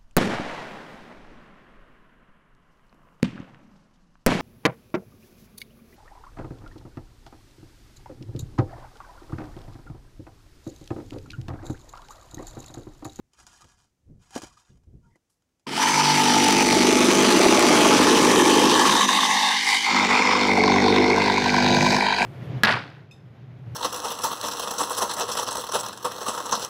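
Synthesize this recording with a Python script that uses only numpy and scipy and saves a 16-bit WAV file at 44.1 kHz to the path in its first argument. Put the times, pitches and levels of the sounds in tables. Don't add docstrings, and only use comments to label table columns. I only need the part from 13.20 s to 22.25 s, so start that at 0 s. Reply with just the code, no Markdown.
import sys
import numpy as np
from scipy import signal
from scipy.fft import rfft, irfft
from scipy.io import wavfile
from scipy.ndimage import uniform_filter1d

SR = 44100
rng = np.random.default_rng(int(sys.argv[2]) if len(sys.argv) > 2 else 0)


def transcribe(u):
    v = np.clip(np.atleast_2d(u).T, -1, 1)
    q = np.round(v * 32767).astype(np.int16)
    wavfile.write(sys.argv[1], SR, q)


N = 399105
T = np.arange(N) / SR
HZ = np.maximum(np.fft.rfftfreq(2 ** 19, 1 / SR), 1)
DIG_END, SAW_ON = 1.965, 2.467


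def undb(db):
    return 10 ** (np.asarray(db) / 20)


def curves(table):
    s, *columns = np.transpose(table)
    return [np.interp(T, s, c) for c in columns]


def by_depth(depth, table):
    return np.interp(depth, *np.transpose(table))


def unit(x):
    return x / np.sqrt(np.mean(x ** 2))


def steady(x):
    return x / np.sqrt(np.maximum(uniform_filter1d(x ** 2, size=4410), 1e-12))


def walk(rate):
    k = int(SR / rate)
    steps = np.repeat(rng.standard_normal(N // k + 1), k)
    return 1.5 * uniform_filter1d(steps, k)[:N]


def response(points, peaks=()):
    hz, db = np.transpose(points)
    colour = np.interp(np.log(HZ), np.log(hz), db)
    return colour + sum(g / (1 + ((HZ - f) / w) ** 2) ** 3 for f, w, g in peaks)


def ring(x, db):
    cepstrum = irfft(db * np.log(10) / 20)
    cepstrum[1:len(HZ) - 1] *= 2
    cepstrum[len(HZ):] = 0
    return irfft(rfft(x, len(cepstrum)) * np.exp(rfft(cepstrum)))[:N]


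def band(x, lo_hz, hi_hz):
    sos = signal.butter(4, [lo_hz, min(hi_hz, .45 * SR)], "band", fs=SR, output="sos")
    return signal.sosfilt(sos, x)


def grains(spread_db):
    sizes = np.minimum(rng.exponential(size=N // 16 + 1), 5)
    return unit(rng.standard_normal(N) * np.repeat(undb(spread_db * sizes), 16)[:N])


def blows(times, dbs, decay_s):
    return sum(undb(db) * (T >= s) * np.exp(-abs(T - s) / decay_s) for s, db in zip(times, dbs))


def swell(s, db, rise, decay):
    return undb(db) * np.exp(-np.maximum((s - T) / rise, (T - s) / decay))


def burst(age, hz, length_s, glide=0):
    envelope = np.exp(-np.minimum((age / length_s) ** 2, 99) / 2)
    return envelope * np.sin(2 * np.pi * hz * age * (1 + glide * age / 2))


def lobe(turn, at, width):
    return np.exp((np.cos(2 * np.pi * (turn - at)) - 1) / (2 * np.pi * width) ** 2)


def slaps(turn, at, scatter_db):
    return np.diff(np.floor(turn - at), prepend=-1.) * undb(scatter_db * walk(60))


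def clatter(turn, change_rate, size=900):
    age = T * change_rate
    patterns = rng.standard_normal((int(age[-1]) + 2, size))
    k = age.astype(int)
    place = (turn % 1 * size).astype(int)
    blend = age % 1 * np.pi / 2
    return patterns[k, place] * np.cos(blend) + patterns[k + 1, place] * np.sin(blend)


def mix(a, b, share):
    share = np.clip(share, 0, 1)
    return np.sqrt(share) * a + np.sqrt(1 - share) * b


# frequency in Hz, relative level in dB.
AIR_COLOUR = [(15, -35), (25, -7), (106, 0), (271, -5), (354, -8), (1500, -19), (2430, -20), (4260, -23),
              (6200, -19), (15000, -32)]
AIR_DB = -78


def still_air():
    return undb(AIR_DB) * unit(ring(rng.standard_normal(N), response(AIR_COLOUR)))


# peak time in seconds, level in dB before later trims,
# rise in seconds, decay in seconds.
SCRAPES = [(.2, -50, 0.029, 0.036), (.275, -50, .003, 0.15), (.43, -61.5, 0.034, 0.16),
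           (1.03, -57.5, .02, .1), (1.16, -39, 0.023, 0.032), (1.23, -40, 0.011, 0.035),
           (1.38, -59, 0.083, 0.2), (1.85, -76, .008, .2)]
# start in seconds, end in seconds.
IN_SOIL = [(.115, .74), (.99, 1.59), (1.82, 2.0)]


def scraping():
    touching = sum(np.clip(np.minimum((T - start) / .01, (end - T) / .08), 0, 1) for start, end in IN_SOIL)
    pushes = np.sqrt(sum(swell(*row) ** 2 for row in SCRAPES))
    return touching * pushes * undb(1.6 * walk(70.2))


# peak time in seconds, level in dB before a 2 dB cut,
# rise in seconds, decay in seconds.
THUDS = [(0, -63, .01, .06), (.21, -59, .03, 0.17), (.445, -52, 0.014, 0.027), (.55, -65, .1, 0.14),
         (0.904, -42.5, 0.025, 0.066), (1.16, -51, 0.023, .025), (1.232, -51, .008, 0.072),
         (1.505, -50, 0.0087, 0.1), (1.675, -43, .004, .03), (1.745, -42, .02, .04),
         (1.86, -54, .02, 0.076)]
# time in seconds, level in dB before later trims,
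# thump level in dB against the clink, also before trims.
STRIKES = [(0.134, -50, -25), (0.189, -48, -25), (0.267, -38, -34), (0.419, -44, -19), (0.444, -48, -1),
           (1.107, -42, -23), (1.153, -30, -6), (1.161, -30.5, 5.5), (1.177, -28, -27), (1.219, -32, -17),
           (1.234, -39, 1.5), (1.374, -51, -29), (1.573, -62, -10), (1.635, -64, -8), (1.957, -58, 2),
           (2.099, -64, -25), (2.222, -66, -20), (2.29, -70, -39), (2.355, -75, -22), (2.396, -61, -15)]
# frequency in Hz, width in Hz, boost in dB.
SPADE = [(338, 67, 11.5), (734, 47, 11.5), (934, 140, 9), (1170, 210, 5.5), (1420, 63, 8), (1660, 76, 12),
         (2450, 110, 14), (3080, 310, 10), (4970, 110, 11), (5790, 120, 10), (6700, 130, 9)]
# frequency in Hz, relative level in dB.
GRIT = [(300, -12), (700, -2.5), (1500, -1), (2300, -10.5), (4000, -4), (7000, -1.5), (10000, -9.5),
        (13000, -21), (15500, -31)]
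SOIL = [(25, -3), (60, 6), (140, 0.5), (250, -8), (500, -21.5), (1000, -44), (4000, -70.5)]
THUMP = [(50, -29), (200, -2), (320, -8), (600, -5.5), (1200, -25), (4000, -49)]


def spade():
    s, db, thump_db = np.transpose(STRIKES)
    steel = response(GRIT, SPADE)
    scrape = unit(ring(grains(3.3), steel)) * scraping() * undb(-4.5)
    thud_level = np.sqrt(sum(swell(*row) ** 2 for row in THUDS)) * undb(-2.0)
    thuds = steady(ring(rng.standard_normal(N), response(SOIL))) * thud_level
    clink = unit(ring(grains(2), steel)) * blows(s, db - 7, decay_s=.007)
    thump_noise = steady(ring(rng.standard_normal(N), response(THUMP, SPADE)))
    thump = thump_noise * blows(s, db + thump_db - 3.0, decay_s=0.013)
    return (scrape + thuds) * np.clip((DIG_END - T) / .004, 0, 1) + clink + thump


# time in seconds, pitch in Hz, level in dB, length in seconds.
SQUEAKS = [(0.196, 1330, -63, 0.01), (0.423, 1230, -56, .012), (1.144, 785, -53, .015),
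           (1.318, 1130, -62, 0.0089), (1.376, 1230, -53.5, 0.004), (1.855, 1390, -70, .014),
           (1.882, 950, -71, 0.029), (1.927, 1980, -76, .018), (1.957, 1930, -64, .005)]


def stones():
    out = np.zeros(N)
    for s, hz, db, length in SQUEAKS:
        envelope = np.exp(-((T - s) / length) ** 2 / 2)
        phase = 2 * np.pi * np.cumsum(hz * (1 + 0.032 * walk(300))) / SR
        out += np.sqrt(2) * undb(db) * envelope * np.sin(phase)
    push = scraping()
    t = T[:2000]
    for when, pitch, size in rng.random(size=(600, 3)):
        i = int(when * (DIG_END - t[-1]) * SR)
        hz = 900 * 9 ** pitch
        ping = np.exp(-t / 0.0078) * np.sin(2 * np.pi * hz * t)
        out[i:i + len(t)] += push[i] * undb(-14 + 7.5 * size ** 2) * ping
    return out


# peak time in seconds, level in dB, rise in seconds, decay in seconds.
RUSTLE = (2.103, -72, .004, .035)


def handling():
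    return unit(band(grains(3), 4000, 12000)) * swell(*RUSTLE)


POUNDING = [(4, 0), (5.5, .3), (6.3, .1), (8, 0)]


def shaking(turn, repeat, hammer, depth):
    lines = np.zeros(N)
    for k in np.arange(2, 14):
        drift = rng.uniform(0, 2 * np.pi) + 0.057 * k * walk(9.2)
        lines += undb(2.74 * walk(4)) * np.cos(2 * np.pi * k * (turn - .6) + drift)
    thumps = band(slaps(turn, 0.4975, scatter_db=1), 72, 470)
    thump_share = 0.12 + 0.19 * hammer + by_depth(depth, POUNDING)
    regular = mix(unit(thumps), unit(lines), thump_share)
    rumble = band(rng.standard_normal(N), 44, 716)
    return mix(regular, unit(rumble), repeat) * (1 + 0.31 * lobe(turn, 0.67, 0.13))


def teeth(turn, hammer, repeat, bounce_db):
    pull, back = lobe(turn, .34, .11), lobe(turn, .87, .065)
    bounce = np.sin(2 * np.pi * np.cumsum(21 + 1.77 * walk(8.8)) / SR)
    every_other = -np.cos(np.pi * (turn - .3))
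    bounce = mix(0.64 * every_other, bounce, (hammer - .45) / 0.15)
    force = undb(bounce_db * (.8 * bounce + .35 * (1 - hammer) * walk(50)))
    hammer = np.clip(hammer, 0, 1)

    knock_swing = 0.58 + (0.2 + 0.23 * hammer) * (pull + 0.39 * back)
    knock = mix(clatter(turn, 2.433), grains(1.76), 0.19 * repeat) * knock_swing
    shoe = unit(slaps(turn + .006 * walk(40), .26, scatter_db=2.5))
    knock = steady(knock) + .6 * hammer ** 2 * shoe

    rasp_swing = 1 - 0.58 * hammer + hammer * (1.6 * pull + 0.54 * back)
    rasp = mix(clatter(turn, 3.5), grains(2.3), 0.15 * repeat) * rasp_swing
    taps = band(slaps(turn, .4, scatter_db=3.5) + slaps(turn, .84, scatter_db=3.5), 1900, 2600)
    return knock * force, (steady(rasp) + 0.38 * hammer * unit(taps)) * force ** .5


LOCK_S = 7.0
WEAK_PULL_DB = -7.5


def judder(turn, hammer):
    locked = np.clip(hammer / .5, 0, 1) * (T > LOCK_S)
    turn = turn + 0.129 * locked
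    cycles = np.interp(T, [2.7, 3.15, 7], [18.8, 17.6, 18.5])
    since = (turn + .14) % 1 - .5
    slip = 2 * np.pi * (cycles * since - 4 * since ** 2) + .8 * walk(40)
    weak = (1 + np.cos(np.pi * (turn - .36))) / 2
    level = undb(2 * walk(35) + WEAK_PULL_DB * locked * weak)
    return steady(lobe(turn, .36, .115) * np.sin(slip) * level)


FLICKER_DB = 1.8


def flicker(x):
    edges = np.geomspace(1200, 7000, 11)
    out = x.copy()
    for lo, hi in zip(edges, edges[1:]):
        part = signal.sosfiltfilt(signal.butter(2, [lo, hi], "band", fs=SR, output="sos"), x)
        out += (undb(FLICKER_DB * walk(14)) - 1) * part
    return out


BACKLASH_DB = -5.5


def backlash(turn):
    shallow = np.interp(T, [2.7, 3.1, 4.4, 5.2, 6.5], [.3, 1, 1, .7, .2])
    late = turn + .02 * walk(2)
    clicks = slaps(late, .58, scatter_db=2) + slaps(late, .15, scatter_db=2)
    tails = signal.lfilter([1], [1, -np.exp(-1 / (0.00047 * SR))], clicks)
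    return undb(BACKLASH_DB) * shallow * unit(tails * rng.standard_normal(N))


# time in seconds, level in dB before later trims, ring in Hz.
SNAGS = [(2.471, -32, 990), (2.493, -32, 890), (2.537, -27, 900), (5.519, -13, 980), (5.598, -12, 860),
         (5.657, -13, 1160), (5.696, -13, 1080), (5.757, -14, 930), (5.813, -13, 1080), (5.833, -15, 1100),
         (5.892, -11, 1060), (5.933, -16, 1080), (5.991, -14, 1120), (6.033, -15, 1090), (7.114, -15, 1110),
         (7.155, -15, 1080), (7.44, -13, 1000), (7.481, -13, 1030), (7.522, -14, 1000), (7.563, -14, 1030),
         (7.684, -14, 1000), (7.764, -16, 1000), (7.784, -15, 1000), (8.022, -14, 956), (8.062, -15, 958),
         (8.082, -14, 960), (8.102, -14, 947), (8.182, -15, 990), (8.262, -14, 977), (8.344, -13, 977),
         (8.385, -14, 977), (8.466, -14, 960), (8.666, -14, 985), (8.768, -15, 1000), (8.887, -14, 940),
         (8.927, -14, 947), (8.987, -17, 935)]
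# time in seconds, level in dB.
SHAKE = [(2.49, -35), (2.6, -31.5), (3.17, -20.5), (3.7, -20.3), (4.25, -19.5), (4.7, -17.5), (5.42, -17),
         (5.72, -24), (5.86, -29), (6.4, -43), (6.67, -44), (6.74, -26.5), (7.1, -27.5), (7.45, -18.7),
         (7.75, -19.5), (8.22, -25), (8.52, -19), (8.73, -22), (8.94, -35), (9.02, -29.5)]
# time in seconds, level in dB.
HISS = [(2.65, -28.5), (3.15, -26.5), (5.75, -26.5), (6.36, -32.5), (6.52, -27.5), (6.7, -34.5),
        (7.05, -35), (7.4, -37), (7.95, -40), (8.25, -36), (8.5, -34), (8.72, -30), (8.88, -42.5),
        (9.05, -38)]
# blade depth, pipe ring in dB, rasp in dB.
LOUDNESS = [(0, -21, -23.3), (1, -23, -23), (2, -22, -23.3), (3, -23.5, -23.5), (4, -25, -20),
            (5, -24.5, -23.5), (6, -24, -25), (7, -23.8, -24.5), (8, -23.8, -24.5)]
# time in seconds, half length in seconds,
# change of the pipe ring in dB.
CONTACTS = [(2.644, 0.021, -1), (2.708, 0.035, -3.5), (3.46, 0.02, -3), (3.766, 0.32, -3.5),
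            (4.65, 0.13, 2.5), (5.64, 0.1, 2.5), (5.873, 0.016, -10), (6.415, 0.06, -13), (6.52, .035, 1),
            (6.605, 0.051, -12.5), (6.784, 0.027, 3), (6.877, 0.019, -8), (6.934, 0.072, 4),
            (7.1, 0.037, 5.5), (8.194, 0.092, -3.5), (8.963, 0.026, -6), (9.02, 0.034, 2.5)]
RASP_FOLLOWS, HISS_FOLLOWS = 0.38, 0.28
ROCK_HZ, ROCK_DB = 9.5, 1
SPIN_UP_S, SPIN_UP_RING_DB, SPIN_UP_RASP_DB = 0.15, -29, -18
STALL_S, STALL_DB = .007, -8


def cut_levels(depth):
    (shake_db,), (hiss_db,) = curves(SHAKE), curves(HISS)
    depths, ring_db, rasp_db = np.transpose(LOUDNESS)
    starting = np.clip(1 - (T - SAW_ON) / SPIN_UP_S, 0, 1)
    rocking = ROCK_DB * np.sin(2 * np.pi * np.cumsum(ROCK_HZ * (1 + 0.2397 * walk(6))) / SR)
    contact = rocking + sum(db * np.exp(-((T - s) / length) ** 2) for s, length, db in CONTACTS)
    stall = STALL_DB * sum(np.exp(-((T - s) / STALL_S) ** 2) for s, _, _ in SNAGS)
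    return (shake_db,
            np.interp(depth, depths, ring_db) + contact + stall + SPIN_UP_RING_DB * starting,
            np.interp(depth, depths, rasp_db) + RASP_FOLLOWS * contact + SPIN_UP_RASP_DB * starting,
            hiss_db + HISS_FOLLOWS * contact + SPIN_UP_RASP_DB * starting)


# time in seconds, strokes a second.
SPEED = [(2.46, 28.59), (2.6, 50.29), (2.9, 49.23), (3.25, 49.01), (3.45, 50.0), (3.56, 47.89),
         (3.72, 50.57), (4.0, 50.07), (4.2, 49.84), (4.45, 49.45), (4.9, 50.22), (5.1, 48.58), (5.3, 49.95),
         (5.5, 50.28), (5.8, 51.04), (6.25, 49.74), (6.6, 51.03), (6.88, 47.76), (7.02, 50.54),
         (7.44, 48.23), (7.86, 50.62), (8.42, 49.04), (8.7, 50.29), (9.05, 49.13)]
# time in seconds, hammering from 0 to 1, share of the shaking that repeats
# from 0 to 1, pipe bounce in dB.
GRIP = [(2.5, 0, 0.27, 4), (2.9, 0, 0.86, 2), (3.5, 0.52, 0.29, 3), (4.3, 0.1, 0.32, 2),
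        (5.2, 0.2, 0.14, 2.5), (5.9, 0.02, 0.29, 3.5), (6.5, 0.27, 0.73, -1), (7, 0.3, 0.5, 2.5),
        (7.6, 0.56, 0.87, 0.5), (8.5, 0.54, 0.74, 3), (9, 0.5, 0.32, 3)]
# time in seconds, depth from 0 (entering) to 8 (clear of the wall).
DEPTH = [(3.2, 0), (3.8, 1), (4.7, 1.1), (5.3, 2), (5.65, 2.15), (5.95, 2.85), (6.24, 3.05), (6.44, 4),
         (6.62, 4), (6.72, 5), (7.15, 5), (7.45, 6), (7.9, 6.1), (8.4, 7), (8.74, 7.05), (8.85, 8)]
JUDDER_SHARE = [(0, .33), (1, .02), (5, .04), (6, .16), (7, .22), (8, .25)]
# frequency in Hz, relative level in dB.
CUT_COLOUR = [(30, -57), (80, -10), (160, -1), (250, 6), (400, 2.5), (500, 0.5), (620, -9.5), (850, -3.5),
              (1400, -8.5), (2300, -4.5), (5200, -18.5), (7000, -22), (10000, -27.5), (15500, -45.5)]
# frequency in Hz, width in Hz, boost or cut in dB.
ENTERING = [(148.5, 14, 13), (316, 200, 6.5), (392, 18, -8.5), (435, 73, 4.5), (872, 38, 12),
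            (970, 130, 6.5), (710, 180, 10), (1220, 220, 7.5), (3040, 220, 5), (4060, 180, -4),
            (4800, 1900, 2.5), (6640, 300, -3.5), (7260, 400, 0), (9200, 300, 3), (11100, 500, -3),
            (12700, 400, 0)]
BITING = [(60, 130, -7), (340, 170, 4), (640, 130, 8.5), (858, 36, 11), (1124, 270, 7), (1750, 460, -2.5),
          (9600, 290, 5.5)]
MID_WALL = [(134, 330, -7.5), (350, 220, 4), (852, 127, 9.5), (1078, 286, 18.5), (1738, 190, 9.5),
            (2150, 430, -5.5), (3100, 400, 8), (3700, 370, 4.5)]
THROUGH_WALL = [(116, 100, -10), (190, 120, 10), (650, 120, -2), (830, 210, 13.5), (1096, 125, 14),
                (1410, 240, -20), (1970, 380, 3), (2410, 290, -12.5), (3680, 310, 9.5)]
BREAKING = [(110, 91, -9), (257, 66, -3), (380, 90, -7), (580, 130, -20), (800, 96, 14), (1040, 220, 5),
            (1380, 310, -16.5), (1590, 90, 4), (1740, 120, -5), (2090, 150, 11), (2610, 170, -10),
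            (3020, 230, 3.5), (3700, 400, 4.5), (4900, 500, 3), (5600, 600, 3.5), (7100, 300, 4),
            (11700, 770, -8)]
CHATTERING = [(135, 40, -9), (380, 69, -2), (440, 78, 4), (770, 75, 8.5), (1046, 240, 9), (1315, 120, 3),
              (1800, 150, -2.5), (2100, 240, 9), (2390, 170, 6.5), (2930, 670, -0.5), (3640, 290, 7.5),
              (4310, 280, 8.5), (4700, 220, 8.5), (5250, 260, 10), (5800, 500, 5), (7030, 680, 7),
              (8900, 500, 0.5), (11100, 2800, -13), (12200, 300, 8)]
DEEP = [(135, 59, 5), (260, 88, -2), (425, 83, 8), (730, 125, 16.5), (1090, 150, 8), (1260, 91, -5),
        (1510, 130, 4.5), (1810, 300, -4), (2140, 320, 10.5), (3000, 430, -5.5), (3640, 340, 9.5),
        (4310, 490, 10), (5450, 800, 10), (6360, 400, 5), (7500, 400, 3), (9250, 320, 5), (10900, 3600, -7),
        (12600, 400, 5)]
BOTTOM = [(146, 65, 12), (296, 36, -13), (350, 56, 4.5), (404, 38, -4.5), (494, 51, 2), (710, 170, 15.5),
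          (995, 50, 8.5), (1265, 116, -17), (1580, 270, 9.5), (2140, 78, -17), (2390, 99, 3.5),
          (2700, 200, -4), (3400, 360, -3.5), (3860, 480, 8.5), (4730, 810, 7.5), (5750, 400, 2),
          (6350, 370, 7.5), (8300, 600, 1), (9250, 400, -9), (10600, 5400, -9.5)]
CLEAR = [(144, 58, 5), (294, 52, -12), (353, 56, 2), (556, 60, -2), (715, 150, 14.5), (960, 51, 6),
         (1270, 150, -14), (1580, 240, 10.5), (2110, 79, -12), (2350, 140, 4), (2820, 200, -6),
         (3240, 160, 3), (3500, 200, -11), (3930, 450, 9), (4720, 440, 6.5), (5830, 420, -13),
         (6250, 300, 3), (9700, 900, 5), (10900, 4400, -8)]
BY_DEPTH = [ENTERING, BITING, MID_WALL, THROUGH_WALL, BREAKING, CHATTERING, DEEP, BOTTOM, CLEAR]
WHINE_START_S = 2.585


def saw():
    speed, = curves(SPEED)
    hammer, repeat, bounce_db = curves(GRIP)
    depth, = curves(DEPTH)
    levels_db = cut_levels(depth)
    turn = np.cumsum(speed * (T > 2.46)) / SR

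    knock, rasp = teeth(turn, hammer, repeat, bounce_db)
    judder_in = np.clip((T - WHINE_START_S + .03) / .08, 0, 1)
    knock = mix(judder(turn, hammer), steady(knock), by_depth(depth, JUDDER_SHARE) * judder_in)
    drive = 0.27 * steady(shaking(turn, repeat, hammer, depth))
    drive += band(steady(knock), 620, 1497)
    drive += band(flicker(steady(rasp)) + backlash(turn), 1105, 20000)

    sound = sum(np.maximum(1 - abs(depth - k), 0) * ring(drive, response(CUT_COLOUR, peaks))
                for k, peaks in enumerate(BY_DEPTH))
    edges = [60, 620, 1400, 5000, 17000]
    cut = sum(undb(db) * steady(band(sound, lo, hi)) for db, lo, hi in zip(levels_db, edges, edges[1:]))
    sway = undb(-51.5 + 31.0 * hammer + 0.4 * levels_db[0]) * np.sin(2 * np.pi * turn)
    switched_on = np.clip((T - SAW_ON) / 0.0021, 0, 1)
    return (cut + sway + bucking(turn) + whine(turn, speed)) * switched_on


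SNAG_S, SNAG_DECAY_S, SNAG_CRACK_DB = .0026, .0039, -5.5


def snags():
    s, db, _ = np.transpose(SNAGS)
    knocks = sum(undb(level + 2) * burst(T - at, hz, SNAG_S, glide=-12) for at, level, hz in SNAGS)
    pipe = unit(band(ring(rng.standard_normal(N), response(CUT_COLOUR, BOTTOM)), 1100, 6500))
    crack_level = blows(s - SNAG_S, db + SNAG_CRACK_DB, decay_s=SNAG_DECAY_S)
    return knocks + band(pipe * crack_level, 600, 6500)


# time in seconds, level in dB.
WHINE = [(2.6, -35), (3.5, -35.5), (5.4, -37), (5.9, -37), (6.65, -46), (6.9, -54), (9, -60)]
WHINE_ORDER = 120.3
WHINE_OVERSHOOT_HZ, WHINE_SETTLE_S = 240, .12


def whine(turn, speed):
    db, = curves(WHINE)
    age = (T - WHINE_START_S) / WHINE_SETTLE_S
    overshoot = -WHINE_OVERSHOOT_HZ * np.cos(np.pi * age) * np.exp(-(age / 1.4) ** 4)
    rough = np.interp(T, [2.8, 4.2], [.6, 1.3])
    roughness = rough * (75 * walk(350) + 20 * walk(20))
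    hz = WHINE_ORDER * speed + overshoot + 55 * np.sin(4 * np.pi * turn) + roughness
    level = np.sqrt(2) * undb(db + 4.0 + 0.7 * walk(120)) * np.clip(age / 0.22, 0, 1)
    return level * np.sin(2 * np.pi * np.cumsum(hz) / SR)


# time in seconds, level in dB.
CHIPS = [(3.243, -16), (3.2835, -16), (3.325, -15), (3.670, -20), (3.914, -20), (5.305, -18), (8.547, -28)]
# frequency in Hz, relative level in dB.
CHIP_COLOUR = [(500, -20), (2000, -6), (5000, 0), (9000, -1), (15000, -14)]


def chips():
    noise = unit(ring(rng.standard_normal(N), response(CHIP_COLOUR)))
    return noise * blows(*np.transpose(CHIPS), decay_s=0.0014)


# first time in seconds, last time in seconds,
# strokes between bucks, middle pitch in Hz, middle level in dB.
BUCKING = [(3.567, 3.95, 2, 330, -9.5), (3.971, 4.14, 1, 360, -13), (4.144, 4.55, 1.5, 335, -10),
           (4.204, 4.52, 3, 650, -13.5), (4.6, 5.15, 1, 440, -16), (5.17, 5.5, 1, 340, -19),
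           (7.645, 7.95, 1, 350, -13)]
BUCK_S, BUCK_GLIDE_PER_S, BUCK_SCATTER_DB = .0035, 42, 1.3


def bucking(turn):
    out = np.zeros(N)
    for first, last, strokes, hz, db in BUCKING:
        start, end = np.interp([first, last], T, turn)
        spacing = np.round(2 * strokes) / 2
        times = np.interp(np.arange(start, end, spacing), turn, T)
        for at, (late, pitch, size) in zip(times, rng.standard_normal((40, 3))):
            near = slice(int((at - .02) * SR), int((at + .02) * SR))
            age = T[near] - at - .0004 * late
            groan = burst(age, hz * (1 + .05 * pitch), BUCK_S, BUCK_GLIDE_PER_S)
            out[near] += undb(db + BUCK_SCATTER_DB * size) * groan
    return out


# time in seconds, level in dB before a gain of 1.2, pitch in Hz.
CHIRPS = [(6.527, -14, 2100), (6.778, -13, 2130), (6.799, -12, 2120), (6.911, -13, 2150),
          (6.922, -13, 2110), (6.931, -14, 2150), (6.963, -13.5, 2360), (6.993, -16, 2150),
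          (7.023, -13.5, 2250), (7.103, -15.5, 2300), (7.286, -17, 2130), (7.306, -13.5, 2130),
          (7.408, -11.5, 2197), (7.542, -13.5, 2160), (7.785, -14, 2150), (7.932, -15.5, 2200)]


def chirps():
    return sum(1.2 * undb(level) * burst(T - at, hz, 0.0014) for at, level, hz in CHIRPS)


def scene():
    digging = spade() + stones()
    sawing = handling() + saw() + snags() + chips() + chirps()
    return (still_air() + digging + sawing)[None]


TOP_HZ = 15740


def record(dry):
    ceiling = 0.59
    rounded = ceiling * np.tanh(dry / ceiling)
    return signal.sosfilt(signal.ellip(10, .2, 80, TOP_HZ, fs=SR, output="sos"), rounded)


dry = scene()
out = record(dry)
transcribe(out)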